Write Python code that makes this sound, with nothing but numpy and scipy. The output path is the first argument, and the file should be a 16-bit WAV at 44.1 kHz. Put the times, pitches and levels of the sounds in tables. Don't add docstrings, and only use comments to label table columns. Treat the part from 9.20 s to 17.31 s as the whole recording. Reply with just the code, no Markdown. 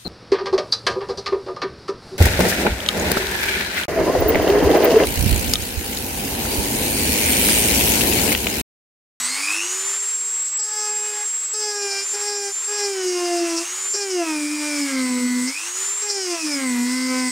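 import sys
import numpy as np
from scipy import signal
from scipy.fft import rfft, irfft, next_fast_len
from scipy.io import wavfile
from scipy.ndimage import map_coordinates

SR = 44100
rng = np.random.default_rng(int(sys.argv[2]) if len(sys.argv) > 2 else 0)


def waveform_to_disk(signal):
    frames = np.transpose(np.atleast_2d(signal))
    scaled = np.clip(frames, -1, 1) * 32767
    samples = np.round(scaled).astype(np.int16)
    wavfile.write(sys.argv[1], SR, samples)


N = 357641
TIME = np.arange(N) / SR
FREE_HZ, FULL_DRAG_HZ = 425, 180
MAINS_HZ, FAN_BLADES, BARS = 50, 18, 8

# pitch in Hz, level in dB.
STONE_RING = [(2000, -54), (3600, -18), (4200, -4.5), (4600, 0), (4820, 5.5), (5050, 8.5), (5300, 9),
              (5500, 4.5), (5700, 8), (6100, -3), (6400, 5), (6800, -11), (8200, -4.5), (9300, -13.5),
              (11500, -36), (13200, -29), (15000, -28)]


def undb(db):
    return 10 ** (np.asarray(db) / 20)


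def unit(x):
    return x / np.sqrt(np.mean(x ** 2))


def curves(table):
    times, *columns = np.transpose(table)
    return [np.interp(TIME, times, column) for column in columns]


def along(points, hz):
    return np.interp(hz, *np.transpose(points))


def bump(middle_s, half_s):
    return np.exp(-((TIME - middle_s) / half_s) ** 2)


def walk(rate):
    steps = rng.standard_normal(N // 10)
    return 1.1 * map_coordinates(steps, [TIME * rate], order=2, mode="wrap")


def colour(x, points):
    hz, db = np.transpose(points)
    size = 4096
    grid = np.maximum(np.arange(size // 2 + 1) * SR / size, 1)
    cepstrum = irfft(np.log(undb(np.interp(np.log(grid), np.log(hz), db))))
    cepstrum[1:size // 2] *= 2
    cepstrum[size // 2 + 1:] = 0
    return signal.fftconvolve(x, irfft(np.exp(rfft(cepstrum))))[:N]


def bend(x, delay_s):
    size = next_fast_len(N + SR // 4)
    hz = np.arange(size // 2 + 1) * SR / size
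    return irfft(rfft(x, size) * np.exp(-4j * np.pi * delay_s * np.sqrt(1000 * hz)), size)[:N]


def strikes(turn, angle, scatter_db=1.5, slip=0.002):
    turns = np.arange(1, int(turn[-1]) - 1)
    size, shift = rng.standard_normal((N // 50, 2))[:len(turns)].T
    at = np.interp(turns + angle + slip * shift, turn, np.arange(N))
    taps = at.astype(int)[:, None] + np.arange(-3, 5)
    offset = taps - at[:, None]
    clicks = undb(scatter_db * size)[:, None] * np.sinc(offset) * np.sinc(offset / 4)
    return np.bincount(np.clip(taps, 0, N - 1).ravel(), clicks.ravel(), N)


def tone(turn, multiple, waver_db):
    return np.sqrt(2) * np.sin(2 * np.pi * multiple * turn) * undb(waver_db * walk(35))


def mains(depth):
    hump = 8 / 3 * np.sin(2 * np.pi * MAINS_HZ * TIME) ** 4
    return 1 + np.clip(depth, 0, 1) * (hump - 1)


def bar_tone(turn, multiple, depth, swing, jitter, waver_db):
    lag = swing * np.cos(4 * np.pi * MAINS_HZ * TIME) + jitter * walk(200)
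    return unit(mains(depth)) * tone(turn + lag / (2 * np.pi * multiple), multiple, waver_db)


def workshop(x, fade_s=0.61, echo_db=-15):
    tail = rng.standard_normal(N) * undb(-60 * TIME / fade_s) * (TIME > .003)
    tail = signal.sosfilt(signal.butter(2, 800, "high", fs=SR, output="sos"), tail[:SR // 2])
    return x + undb(echo_db) * signal.fftconvolve(x, tail / np.linalg.norm(tail))[:N]


def fan(turn, hz, drag, air_db):
    # pitch in Hz, level in dB.
    case_air = [(30, -54), (130, -25), (260, -19.5), (470, -6), (620, -12.5), (800, -3.5), (1150, 3),
                (1600, 0.5), (2100, 2), (2900, -1.5), (4200, -3), (6000, -29), (10000, -19)]
    vent_air = [(100, -52), (1500, -31), (4000, -18), (5200, -8), (6100, -10.5), (6900, -1.5), (7600, -3),
                (8300, -4.5), (9200, -6), (10000, -14.5), (11000, -17.5), (12100, -25), (13400, -22),
                (15500, -34)]
    whistle_levels = [(4300, -51), (4650, -38.5), (4900, -45), (5200, -42), (5400, -41), (5700, -50),
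                      (6050, -39), (6500, -36), (6900, -31.5), (7300, -26.5), (7650, -24.5)]
    rush = unit(colour(rng.standard_normal(N) * mains(depth=0.051), case_air))
    rush *= undb(-39 + 0.99 * air_db + 1.13 * walk(30))
    hiss = unit(colour(rng.standard_normal(N) * mains(depth=0.014), vent_air))
    hiss *= undb(-33 + 0.63 * air_db + 1.13 * walk(25))
    whistle_db = along(whistle_levels, FAN_BLADES * hz) + 0.5 * np.maximum(air_db, 0) + 0.77 * walk(13)
    whistle_db += 0.5 - 5.2 * np.minimum(drag / 40, 1)
    whistle = tone(turn + 0.0015 * walk(120), FAN_BLADES, waver_db=0.8) * undb(whistle_db)
    overtone = tone(turn, 2 * FAN_BLADES, waver_db=1.0) * undb(whistle_db - 42)
    return rush + hiss + whistle + overtone


def case_rattle(turn, hz, effort, surge):
    # pitch in Hz, level in dB.
    loose_case = [(1500, -29), (2150, -12), (2380, -0.5), (2540, 2.5), (2720, -5), (2950, -11), (3500, -28)]
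    ring_hz, width_hz = 2520, 420
    in_tune = np.exp(-((BARS * hz - ring_hz) / width_hz) ** 2)
    shaking = bar_tone(turn, BARS, depth=0.62, swing=0.87, jitter=1.35, waver_db=1.5)
    return colour(shaking, loose_case) * (surge * undb(-31) + in_tune * undb(-35 - 18 * effort))


def motor_buzz(turn, hz, effort, surge, bare_db):
    # pitch in Hz, level in dB.
    buzz_levels = [(1700, -47.5), (1890, -41), (1965, -37), (2050, -29), (2150, -32.5), (2240, -30.5),
                   (2350, -40), (2490, -34.5), (2650, -36.5), (2800, -38.5), (3000, -45.5), (3400, -61.5)]
    whine_levels = [(7700, -44), (8000, -35), (8300, -40), (8600, -42), (9150, -49), (9450, -41),
                    (10000, -50), (11000, -55), (12200, -65), (13700, -61)]
    shrill_levels = [(11500, -40), (12200, -67), (13200, -55), (14300, -57), (15500, -57)]
    whine_db = along(whine_levels, 4 * BARS * hz) + 3.45 * bare_db + 0.5 + 1.8 * walk(12)
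    shrill_db = along(shrill_levels, 6 * BARS * hz) + 2 * bare_db
    buzz_db = -4 * (1 - effort) + 10.5 * surge
    buzz = bar_tone(turn, BARS, depth=0.57, swing=0.51, jitter=0.15, waver_db=1)
    whine = bar_tone(turn, 4 * BARS, depth=0.09, swing=0.37, jitter=0.2 + 0.43 * effort, waver_db=2)
    shrill = bar_tone(turn, 6 * BARS, depth=0.4, swing=0.9, jitter=0.5 + 1.3 * effort, waver_db=0)
    return colour(buzz, buzz_levels) * undb(buzz_db) + whine * undb(whine_db) + shrill * undb(shrill_db)


def brushes(turn, load, effort, bare_db):
    # multiple of shaft speed, level in dB, mains pulsing from 0 to 1.
    overtones = [(16, -44, 0.33), (24, -52, 0)]
    # pitch in Hz, level in dB.
    case_ring = [(1000, -17.5), (2100, -6), (2900, -19), (3300, -22), (3900, -7.5), (4250, -1), (4550, -2),
                 (5000, 1), (5800, 1.5), (6500, 0.5), (7150, -8.5), (8100, 1.5), (9500, -1), (11500, -28),
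                 (14000, -20)]
    hum = sum(undb(db) * bar_tone(turn, multiple, depth, swing=0.38, jitter=0.45, waver_db=3)
              for multiple, db, depth in overtones)
    hum *= undb(3.8 * bare_db + 2 * load)
    wear = unit(irfft(np.r_[0, np.exp(2j * np.pi * rng.random(48))], 2048))
    scratch = np.interp(turn % 1, np.linspace(0, 1, len(wear)), wear)
    scratch *= mains(depth=0.067) * undb(-40.5 + 16.4 * load)
    sparks = colour(rng.standard_normal(N) * mains(depth=0.3),
                    [(9000, -27), (12200, -10), (13200, 6), (14100, -10), (15500, -9)])
    return colour(hum + scratch, case_ring) + unit(sparks) * undb(-72 + 36 * load + 7 * effort)


def motor(turn, hz, load, drag, air_db):
    effort = drag / FULL_DRAG_HZ
    bare_db = np.maximum(air_db - 4, 0)
    surge = bump(middle_s=0.35, half_s=0.16)
    rattle = case_rattle(turn, hz, effort, surge)
    buzz = motor_buzz(turn, hz, effort, surge, bare_db)
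    rubbing = brushes(turn, load, effort, bare_db)
    unbalance = tone(turn, 0.98, waver_db=2) * undb(-50 + 1.93 * air_db - 28 * load)
    return rattle + buzz + rubbing + unbalance


def wood_thump(turn, hz, load, gain):
    # pitch in Hz, level in dB.
    thump_levels = [(244, -19.5), (260, -23), (280, -23.5), (300, -24.5), (325, -25), (345, -21.5),
                    (375, -27), (400, -28), (422, -31)]
    bench = [(30, -11), (70, -13), (150, -5), (250, 5), (450, -1), (900, -57)]
    thump = tone(turn, 1, waver_db=0.95) * mains(depth=0.015)
    rumble = unit(colour(rng.standard_normal(N), bench)) * undb(-52 + 63 * load)
    return (thump + rumble) * gain * undb(along(thump_levels, hz))


def wood_drone(turn, high_spot, gain):
    # pitch in Hz, level in dB.
    wood = [(120, -55), (250, -28), (400, -0.5), (490, 7.5), (560, 2), (630, -2.5), (690, 14.5), (740, -6),
            (795, 2.5), (840, 4.5), (1000, 6), (1180, -9), (1290, 3.5), (1400, -5), (1640, 4.5), (1750, -5),
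            (2040, 0.5), (2450, 2), (2570, -4), (3200, -9), (5000, -28.5)]
    far_side = 0.26 * strikes(turn, 0.489, slip=0.003)
    small_spots = sum(walk(11) * strikes(turn, angle) for angle in rng.random(4))
    knocks = unit(high_spot + far_side + 0.31 * small_spots)
    return unit(bend(colour(knocks, wood), delay_s=0.003)) * gain * undb(-32 + 1.1 * walk(15))


def stone_rasp(turn, high_spot, gain):
    # pitch in Hz, level in dB.
    fibre_tone = [(2000, -45), (3700, -20), (4500, 1), (5200, 9), (5750, -1), (6500, -9), (8200, -10),
                  (10000, -22), (13200, -20), (15000, -26)]
    tear_start_s, tear_rise_s = 7.6, 0.1
    tearing = np.clip((TIME - tear_start_s) / tear_rise_s, 0, 1)
    grit = unit(rng.standard_normal(N) * np.exp(-(turn % 1) / 0.76))
    grains = sum(walk(50) * strikes(turn, angle) for angle in rng.random(6))
    scrape = unit(high_spot + 0.1 * grains) * undb(-8 * tearing) + grit * undb(-14)
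    rasp = unit(colour(scrape, STONE_RING)) * gain * undb(2.5 + 1.2 * walk(60))
    fibres = unit(colour(grit, fibre_tone)) * tearing * undb(-36.5)
    return rasp + fibres


def squeals(turn):
    # middle and half-length in seconds, multiple of shaft speed, level in dB.
    squeal_times = [(4.05, 0.15, 14, -33.5), (5.53, .07, 20, -41), (5.57, 0.074, 16, -45),
                    (5.602, 0.089, 18, -34.5), (7.328, 0.048, 18, -32)]
    return sum(bump(middle, half) * undb(db) * tone(turn + 0.002 * walk(120), multiple, waver_db=3.5)
               for middle, half, multiple, db in squeal_times)


def catches(turn):
    # middle and half-length in seconds, chatter in dB, thud in dB, roughness from 0 to 1.
    jolts = [(1.397, 0.014, -34, -51, 0.3), (2.954, 0.0073, -30, -38, 0.77),
             (4.384, 0.017, -28.5, -44, 0.5), (4.751, 0.016, -28, -36, 0.9),
             (6.288, 0.02, -26.5, -46, 0.23), (6.828, 0.0085, -35, -43, 0.69),
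             (6.905, 0.011, -23.5, -38, 0.75)]
    bounces = unit(colour(strikes(turn, 0, slip=0.0062), STONE_RING))
    scuff = unit(colour(rng.standard_normal(N), STONE_RING))
    thud = unit(colour(rng.standard_normal(N), [(60, -25), (200, -21), (400, 15), (560, -4),
                                                (690, 2.5), (900, -2), (1500, 6), (5000, -41)]))
    sound = np.zeros(N)
    for middle, half, chatter_db, thud_db, rough in jolts:
        chatter = unit((1 - rough) * bounces + rough * scuff)
        sound += bump(middle, half) * (undb(chatter_db) * chatter + undb(thud_db) * thud)
    return sound


def grinding(turn, hz, load, thump_gain, drone_gain, rasp_gain):
    # middle and half-length in seconds, dB change of thump, drone and rasp.
    slips = [(1.433, 0.035, -8, -6.5, 8.5), (1.62, 0.072, 1, -2, 8), (2.464, 0.065, -1, 2.5, 6),
             (2.763, 0.057, -7, 7, 2.5), (3.08, 0.069, 4, 3.5, 7), (3.661, 0.045, 2, 0.5, 4),
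             (3.878, 0.066, 3.5, -1, 5), (4.88, 0.026, 0, -1.5, -11), (4.956, 0.034, 5, 0.5, -2),
             (5.018, 0.029, -2, 1.5, -3), (5.054, 0.01, -6, -3, -2), (5.46, 0.091, -3.5, 5.5, 2.5),
             (5.616, 0.065, 1, 1.5, -8), (5.698, 0.03, -7, 4, 2), (6.306, 0.013, -1, 9, 0),
             (6.92, 0.043, -3, -6, 3), (7.195, 0.041, -13, -1, -1), (7.243, 0.026, 5.5, -11, 1.5),
             (7.325, 0.023, -4, 6, 3.5), (7.401, 0.015, -6, 3, -6), (7.603, 0.097, 2, -1.5, 0),
             (7.979, 0.24, 0.8, 4, 2)]
    thump_db, drone_db, rasp_db = sum(np.outer(changes_db, bump(middle, half))
                                      for middle, half, *changes_db in slips)
    high_spot = strikes(turn, 0, scatter_db=0, slip=0.0018)
    drone = wood_drone(turn, high_spot, drone_gain * undb(drone_db))
    rasp = stone_rasp(turn, high_spot, rasp_gain * undb(rasp_db))
    return drone + rasp + wood_thump(turn, hz, load, thump_gain * undb(thump_db))


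def pressing():
    # time in seconds, drag in turns a second lost, rasp in dB.
    presses = [(-6.5, 1.5, [(1.385, 3.5, -49), (1.545, 12.3, -39.5), (1.825, 9.8, -42.5),
               (2.05, 19.6, -43)]), (1, 0.5, [(2.335, 5.5, -34), (2.475, 30.7, -36), (2.685, 52.6, -34),
               (2.85, 13.3, -30.5)]), (-0.5, 1.5, [(2.935, 24.7, -39), (3.0, 3.3, -41), (3.179, 44, -35),
               (3.32, 38, -33.5)]), (1, 0.5, [(3.475, 2.48, -41), (3.595, 38, -31), (3.744, 94, -39),
               (4.065, 88, -35), (4.341, 113, -35.5), (4.44, 32, -33)]), (-0.5, -1, [(4.735, 2, -34),
               (4.86, 103, -33), (5.006, 171, -35), (5.18, 158, -41), (5.274, 120, -44),
               (5.535, 149.3, -41), (5.686, 196, -37.5), (6.227, 177.5, -43.5), (6.32, 25.3, -46.0)]),
               (-2.5, -1.5, [(6.82, 2.14, -39.5), (6.986, 114, -32), (7.055, 132, -32), (7.314, 197, -34.5),
               (7.469, 220, -49), (7.563, 198, -61), (7.655, 158.5, -39), (8.11, 188, -32)])]
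    grip_s, settle_s, lift_s = 0.0066, 0.0038, 0.042
    drag, contact, thump, drone = np.zeros((4, N))
    for thump_db, drone_db, steps in presses:
        start, end = steps[0][0], steps[-1][0]
        braking = np.maximum(curves(steps)[0], 1)
        grip = np.clip((TIME - start) / grip_s + 0.5, 0, 1)
        touch = grip * (1 - np.tanh(2 * (TIME - end) / lift_s + 0.5)) / 2
        settled = 1 - np.exp(-np.maximum(TIME - start, 0) / settle_s)
        drag += braking * (TIME > start) * (TIME < end)
        contact += touch
        thump += touch * (braking / FULL_DRAG_HZ) ** 0.36 * undb(thump_db)
        drone += touch * settled * (braking / FULL_DRAG_HZ) ** 0.28 * undb(drone_db)
    _, rasp_db = curves([step for *_, steps in presses for step in steps])
    return drag, contact, thump, drone, contact * undb(rasp_db)


def shaft_speed(drag, start_hz=240.9, lag_s=0.218):
    # time in seconds, turns a second.
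    spin_up = [(0, 276), (0.424, 421.2), (1.6, 429.7)]
    drive, = curves(spin_up)
    step = 1 / (lag_s * SR)
    return start_hz + signal.lfilter([step], [1, step - 1], drive - drag - start_hz)


def scene():
    # time in seconds, level in dB.
    airflow = [(0.0, 7), (0.69, 5), (0.82, 0.1), (1.37, -5), (1.95, 1), (2.2, -3.5), (2.6, -3.5),
               (3.02, 2.5), (3.2, -3.5), (3.45, 0), (4.54, 3), (4.81, -1.5), (5.64, 4.5), (6.05, -0.3),
               (6.6, 4), (7.01, -2), (7.15, 2.5), (8.11, -0.3)]
    drag, contact, *grinding_gains = pressing()
    hz = shaft_speed(drag)
    air_db = curves(airflow)[0] - 1.5 * contact
    load = np.clip(1 - hz / FREE_HZ, 0, 1)
    wobble = (0.0005 + 0.00196 * load) * walk(30)
    turn = np.cumsum(hz * (1 + wobble)) / SR
    tool = fan(turn, hz, drag, air_db) + motor(turn, hz, load, drag, air_db)
    stone = grinding(turn, hz, load, *grinding_gains) + squeals(turn) + catches(turn)
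    sound = workshop(tool + stone)
    return np.array([sound, sound])


def record(dry):
    thinned = signal.sosfilt(signal.butter(2, 65, "high", fs=SR, output="sos"), dry)
    return signal.sosfilt(signal.ellip(10, .2, 80, 15650, fs=SR, output="sos"), thinned)


dry = scene()
out = record(dry)
waveform_to_disk(out)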